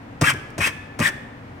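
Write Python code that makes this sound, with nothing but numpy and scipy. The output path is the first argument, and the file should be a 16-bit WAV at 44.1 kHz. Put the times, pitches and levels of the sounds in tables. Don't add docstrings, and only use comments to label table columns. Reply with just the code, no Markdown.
import sys
import numpy as np
from scipy import signal
from scipy.fft import rfft, irfft
from scipy.io import wavfile

SR = 44100
rng = np.random.default_rng(int(sys.argv[2]) if len(sys.argv) > 2 else 0)


def generate_wav(signal):
    frames = np.transpose(np.atleast_2d(signal))
    scaled = np.clip(frames, -1, 1) * 32767
    pcm = np.round(scaled).astype(np.int16)
    wavfile.write(sys.argv[1], SR, pcm)


N = 70560
T = np.arange(N) / SR
BIN_HZ = np.fft.rfftfreq(N, 1 / SR)


def amp(db):
    return 10 ** (np.asarray(db) / 20)


def unit(x):
    return x / np.sqrt(np.mean(x ** 2) + 1e-20)


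def read(points, hz):
    freq_hz, value = np.transpose(points)
    return np.interp(np.log(hz + 1), np.log(freq_hz + 1), value)


def convolve(x, response):
    return signal.fftconvolve(np.atleast_2d(x), np.atleast_2d(response), axes=1)[:, :N]


def colour(x, eq, size=2048):
    log_gain = np.log(amp(read(eq, abs(np.fft.fftfreq(size, 1 / SR)))))
    taps = np.fft.ifft(np.exp(np.conj(signal.hilbert(log_gain)))).real
    return convolve(x, taps / np.linalg.norm(taps))


def wander(hz):
    return unit(irfft(rfft(rng.standard_normal(N)) / (1 + (BIN_HZ / hz) ** 4), N))


def stereo_pair(a, b, likeness):
    return np.array([a, likeness * a + np.sqrt(1 - likeness ** 2) * b])


RASP_LIKENESS, GRIT_LIKENESS = 0.81, 0.68
def crackle(likeness, snaps_per_s=11000, spread_db=0.5):
    sizes = amp(spread_db * np.minimum(rng.exponential(1, N), 4))
    hits = rng.random(N) < snaps_per_s / SR
    return unit(sizes * hits * stereo_pair(*rng.choice([-1, 1], (2, N)), likeness))


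# freq_hz, likeness
ROOM_IMAGE = [(30, 1), (120, 1), (300, 0.97), (700, 0.33), (1500, 0.13), (8000, 0.03)]
def diffuse():
    a, b = rfft(rng.standard_normal((2, N)))
    return irfft(stereo_pair(a, b, read(ROOM_IMAGE, BIN_HZ)), N)


def pan(x, left_db):
    return x * amp([[left_db / 2], [-left_db / 2]])


# freq_hz, gain_db
AIR_EQ = [(12, -50), (22, -13), (113, -11), (168, -14.5), (187, -9.5), (285, -10), (388, -12), (422, -15),
          (472, -10), (607, -13), (825, -11.5), (923, -14.5), (2100, -20), (3950, -35), (16000, -55)]
# pitch_hz, level_db, width_hz
DRONE_BANDS = [(114, -44.5, 57), (252, -49, 45), (284.6, -52, 12.5)]
def room_tone(wash_db=-43, right_lag_s=0.00035):
    bed = amp(wash_db) * unit(irfft(rfft(diffuse()) * amp(read(AIR_EQ, BIN_HZ)), N))
    for hz, db, width_hz in DRONE_BANDS:
        band = rfft(diffuse()) / (1 + ((BIN_HZ - hz) / width_hz) ** 4)
        bed += amp(db) * unit(irfft(band, N))
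    left, right = pan(bed, left_db=1.5)
    return np.array([left, np.roll(right, round(right_lag_s * SR))])


# start_s, level_db, rattle_decay_s
CLACK_HITS = [(0.2113, -25.5, 0.0051), (0.2137, -20, 0.0097), (0.2201, -23.5, 0.0048), (0.306, -28, 0.0063),
              (0.337, -32.5, 0.0029), (0.504, -42.5, 0.0025), (0.5807, -27.5, 0.018), (.590, -41, 0.0015),
              (0.607, -30, 0.002), (0.665, -31, 0.0011), (0.671, -20.5, 0.0015), (0.674, -16.5, 0.0016),
              (.690, -36, 0.014), (0.99, -29.5, 0.0015), (0.9928, -20.5, 0.0027), (1, -24, 0.0088),
              (1.0762, -31, 0.00094), (1.088, -26, 0.005)]
# freq_hz, gain_db
CLACK_EQ = [(100, 10.5), (550, 13), (780, 12), (1200, 10), (2500, 7.5), (4000, 0), (5800, 6), (7200, -1),
            (8700, 4), (11000, -8.5), (14000, -12), (16000, -10)]
def clacks(snap_boost_db=10.5):
    snaps, rattle = np.zeros((2, N))
    for start, db, decay in CLACK_HITS:
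        snaps[round(start * SR)] += amp(db + snap_boost_db)
        rattle += amp(db) * (T >= start) * np.exp(-abs(T - start) / decay)
    return colour(snaps + rattle * crackle(GRIT_LIKENESS), CLACK_EQ)


# pitch_hz, relative_energy_db, t60_s
FRAME_MODES = [(1200, -10, 0.13), (1461, -16, 0.29), (1696, 13.5, 0.24), (1920, 15, 0.049),
               (2053, 18.5, 0.15), (2590, 3, 0.053), (3670, -11, 0.04), (8800, 7, 0.0079)]
def frame_ring(shake, level_db=-26.5):
    ring = sum(amp(db - 60 * T / t60) / np.sqrt(t60) * np.sin(2 * np.pi * hz * T)
               for hz, db, t60 in FRAME_MODES)
    return amp(level_db) * convolve(shake, ring / np.linalg.norm(ring))


# start_s, level_db, pitch_hz
BOX_HITS = [(0.218, -10, 120.4), (0.2249, -5, 121.7), (.328, -29.5, 120), (.345, -20, 128.4),
            (0.377, -31.5, 120), (0.589, -15.5, 123), (.607, -18.5, 83.4), (0.618, -23.5, 89.5),
            (.996, -16.5, 127.3), (1.0046, -11, 198.7), (1.013, -16.5, 125), (1.0224, -19, 119.6)]
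# pitch_ratio, gain_db, t60_s
BOX_MODES = [(.8, -11, 0.13), (1.1, 2.5, 0.035), (1.85, -6.5, 0.041), (2.4, -2.5, 0.028),
             (3.25, -21.5, 0.014), (4.7, -15.5, 0.059), (9.2, -3.5, 0.012)]
def box_thumps(attack_s=0.0013, low_cut_hz=77):
    thumps = np.zeros(N)
    for start, db, hz in BOX_HITS:
        age = np.maximum(T - start, 0)
        body = sum(amp(db + mode_db - 60 * age / t60) * np.sin(2 * np.pi * hz * ratio * age)
                   for ratio, mode_db, t60 in BOX_MODES)
        thumps += (1 - np.exp(-age / attack_s)) * body
    low_cut = signal.butter(3, low_cut_hz, "highpass", fs=SR, output="sos")
    return pan(signal.sosfilt(low_cut, thumps), left_db=0.8)


def drag(age, length, swell_db, release_s, attack_s=0.017):
    attack = np.clip(age / attack_s, 0, 1)
    swell = amp(swell_db * (np.clip(age / length, 0, 1) - .5))
    return attack * swell * np.exp(-np.maximum(age - length, 0) / release_s)


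def whistle(progress, top_hz, width_hz=320, sag=0.71, peak_at=0.71):
    hz = top_hz * (1 - sag * (progress - peak_at) ** 2)
    carrier = np.exp(2j * np.pi * np.cumsum(hz) / SR)
    pole = np.exp(-np.pi * width_hz / SR)
    band = signal.lfilter([(1 - pole) ** 2], [1, -2 * pole, pole ** 2], crackle(RASP_LIKENESS) / carrier)
    return unit((carrier * band).real)


# freq_hz, gain_db
RASP_EQ = [(100, -24.5), (300, -16.5), (600, -16), (800, -9), (1120, -2), (1850, 1.5), (2480, 4.5),
           (2900, -6), (3300, -5.5), (3800, -19), (7000, -33.5), (16000, -69)]
# freq_hz, gain_db
GRIT_EQ = [(200, -28), (1500, -7), (3300, -9.5), (4200, -1), (5500, 1), (7000, -3), (8600, 3),
           (10000, -5.5), (11200, -10.5), (13500, -7), (16000, -17)]
# start_s, length_s, rasp_db, grit_db, whistle_top_hz, whistle_db
FEED_STROKES = [(0.226, 0.079, -21, -30, 3285, -33), (0.598, 0.079, -23.5, -32, 3360, -35),
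                (1.005, 0.074, -24, -32.5, 3550, -32.5)]
def tape_feed(dull_hz=2630):
    high_cut = signal.butter(5, dull_hz, fs=SR, output="sos")
    out = np.zeros((2, N))
    for start, length, rasp_db, grit_db, top_hz, whistle_db in FEED_STROKES:
        age = T - start
        scrape = drag(age, length, swell_db=-1, release_s=0.017)
        peel = drag(age, length, swell_db=5, release_s=0.0088)
        speed = drag(age, length, swell_db=0, release_s=0.017, attack_s=0.029)
        rasp = amp(rasp_db) * colour(crackle(RASP_LIKENESS) * scrape, RASP_EQ)
        dull = signal.sosfiltfilt(high_cut, rasp)
        out += dull + speed * (rasp - dull)
        out += amp(grit_db) * colour(crackle(GRIT_LIKENESS) * peel, GRIT_EQ)
        out += amp(whistle_db) * peel * whistle(np.clip(age / length, 0, 1), top_hz)
    return out


# time_s, pitch_hz, level_db
SQUEAL_CURVES = [
    [(.235, 1125, -24.5), (.245, 1258, -17.5), (.251, 1378, -24), (.262, 1851, -28), (.272, 1666, -17.5),
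     (.286, 1664, -18.5), (.293, 1545, -22), (.299, 1400, -18.5), (.308, 1370, -50)],
    [(.607, 2524, -25), (.615, 2448, -28), (.622, 2249, -32.5), (.636, 2367, -25), (.642, 2613, -23),
     (.653, 2651, -19), (.660, 2583, -26), (.664, 1790, -21), (.678, 1814, -31)],
    [(1.012, 1200, -28), (1.027, 1193, -27.5), (1.035, 1609, -30), (1.052, 1791, -21.5), (1.063, 1835, -14),
     (1.071, 1787, -24), (1.077, 1792, -15), (1.084, 1770, -34), (1.094, 1836, -30)],
]
def tape_squeals(jitter=0.0485, octave_db=-3, muffle_hz=3120, fade_s=0.0045):
    out = np.zeros(N)
    for curve in SQUEAL_CURVES:
        times, pitches, levels = np.transpose(curve)
        slip_hz = np.interp(T, times, pitches)
        phase = 2 * np.pi * np.cumsum(slip_hz * (1 + jitter * wander(hz=481))) / SR
        octave = amp(octave_db) / (1 + (2 * slip_hz / muffle_hz) ** 12) * np.sin(2 * phase)
        fade = np.exp(-abs(T - np.clip(T, times[0], times[-1])) / fade_s)
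        roughness = amp(-0.5 * wander(hz=200))
        out += amp(np.interp(T, times, levels)) * fade * unit((np.sin(phase) + octave) * roughness)
    return out


# start_s, level_db, pitch_hz
SHELL_HITS = [(.236, -19, 524), (.5805, -26, 609), (.598, -25, 572), (.6755, -26, 604), (1.004, -17.5, 578)]
def shell_tocks(t60_s=0.034):
    out = np.zeros(N)
    for start, db, hz in SHELL_HITS:
        age = np.maximum(T - start, 0)
        out += amp(db - 60 * age / t60_s) * np.sin(2 * np.pi * hz * age)
    return out


# start_s, pitch_hz, level_db, width_hz
SQUEAL_TAILS = [(.29, 1668, -34.5, 20), (0.669, 1736, -35.5, 16), (.669, 3540, -53, 45),
                (1.07, 1770, -40, 120)]
def squeal_tails(t60_s=0.74):
    out = np.zeros(N)
    for start, hz, db, width_hz in SQUEAL_TAILS:
        blur = wander(width_hz) + 1j * wander(width_hz)
        tone = unit((blur * np.exp(2j * np.pi * hz * T)).real)
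        out += (T >= start) * amp(db - 60 * abs(T - start) / t60_s) * tone
    return out


# start_s, level_db
TUG_HITS = [(.305, -21.5), (0.315, -21.5), (0.6067, -18.5), (0.615, -28), (0.688, -25.5), (1.012, -21.5),
            (1.088, -25.5)]
def tape_tugs(decay_s=0.0051):
    force = sum(amp(db) * (T >= start) * np.exp(-abs(T - start) / decay_s) for start, db in TUG_HITS)
    return colour(force * crackle(RASP_LIKENESS), RASP_EQ)


# freq_hz, left_over_right_db
LABELLER_BALANCE = [(300, -0.5), (750, 1.5), (1200, 4), (1800, 7), (2600, 5.5), (3200, -2), (3850, -9.5),
                    (4600, 3.5), (5500, 3), (6800, -1), (9500, 6.5), (11000, -1.5), (15000, 2.5)]
# freq_hz, left_lead_rad
LABELLER_PHASE = [(900, 0.38), (1600, -2.32), (2300, 1.3), (3400, -1.95), (4300, 2.5), (6200, -0.9),
                  (9000, 1.32), (11000, 0.9)]
def place_labeller(x):
    half = amp(read(LABELLER_BALANCE, BIN_HZ) / 2) * np.exp(.5j * read(LABELLER_PHASE, BIN_HZ))
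    return irfft(rfft(x) * np.array([half, 1 / half]), N)


def table_echoes(x, level_db=-7.5, decay_s=0.0056):
    t = T[:SR // 16]
    taps = rng.standard_normal((2, len(t))) * (rng.random((2, len(t))) < .1)
    taps *= (t > .001) * np.exp(-t / decay_s)
    return amp(level_db) * convolve(x, taps / np.linalg.norm(taps, axis=1, keepdims=True))


# freq_hz, t60_s
ROOM_DECAY = [(100, 0.65), (300, 1), (1000, 0.98), (2000, 0.9), (4000, 0.78), (8000, 0.56), (15000, 0.46)]
def reverb(x, send_db, predelay_s=0.006, attack_s=0.0026):
    hz, t, spectrum = signal.stft(diffuse(), SR, nperseg=256)
    spectrum *= amp(-60 * t / read(ROOM_DECAY, hz)[:, None])
    tail = signal.istft(spectrum, SR, nperseg=256)[1][:, :N]
    tail *= np.clip((T - predelay_s) / attack_s, 0, 1)
    return amp(send_db) * convolve(x.mean(0), tail / np.linalg.norm(tail[0]))


def scene():
    labeller = tape_feed() + tape_squeals() + clacks() + tape_tugs() + shell_tocks()
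    labeller += frame_ring(labeller)
    boxes = box_thumps()
    direct = place_labeller(labeller + squeal_tails()) + boxes
    space = table_echoes(labeller) + reverb(labeller, send_db=-16) + reverb(boxes, send_db=-11.5)
    return direct + space + room_tone()


def record(dry):
    high_cut = signal.firwin(511, 15900, window=("kaiser", 9), fs=SR)
    return signal.oaconvolve(dry, high_cut[None], "same")


dry = scene()
out = record(dry)
generate_wav(out)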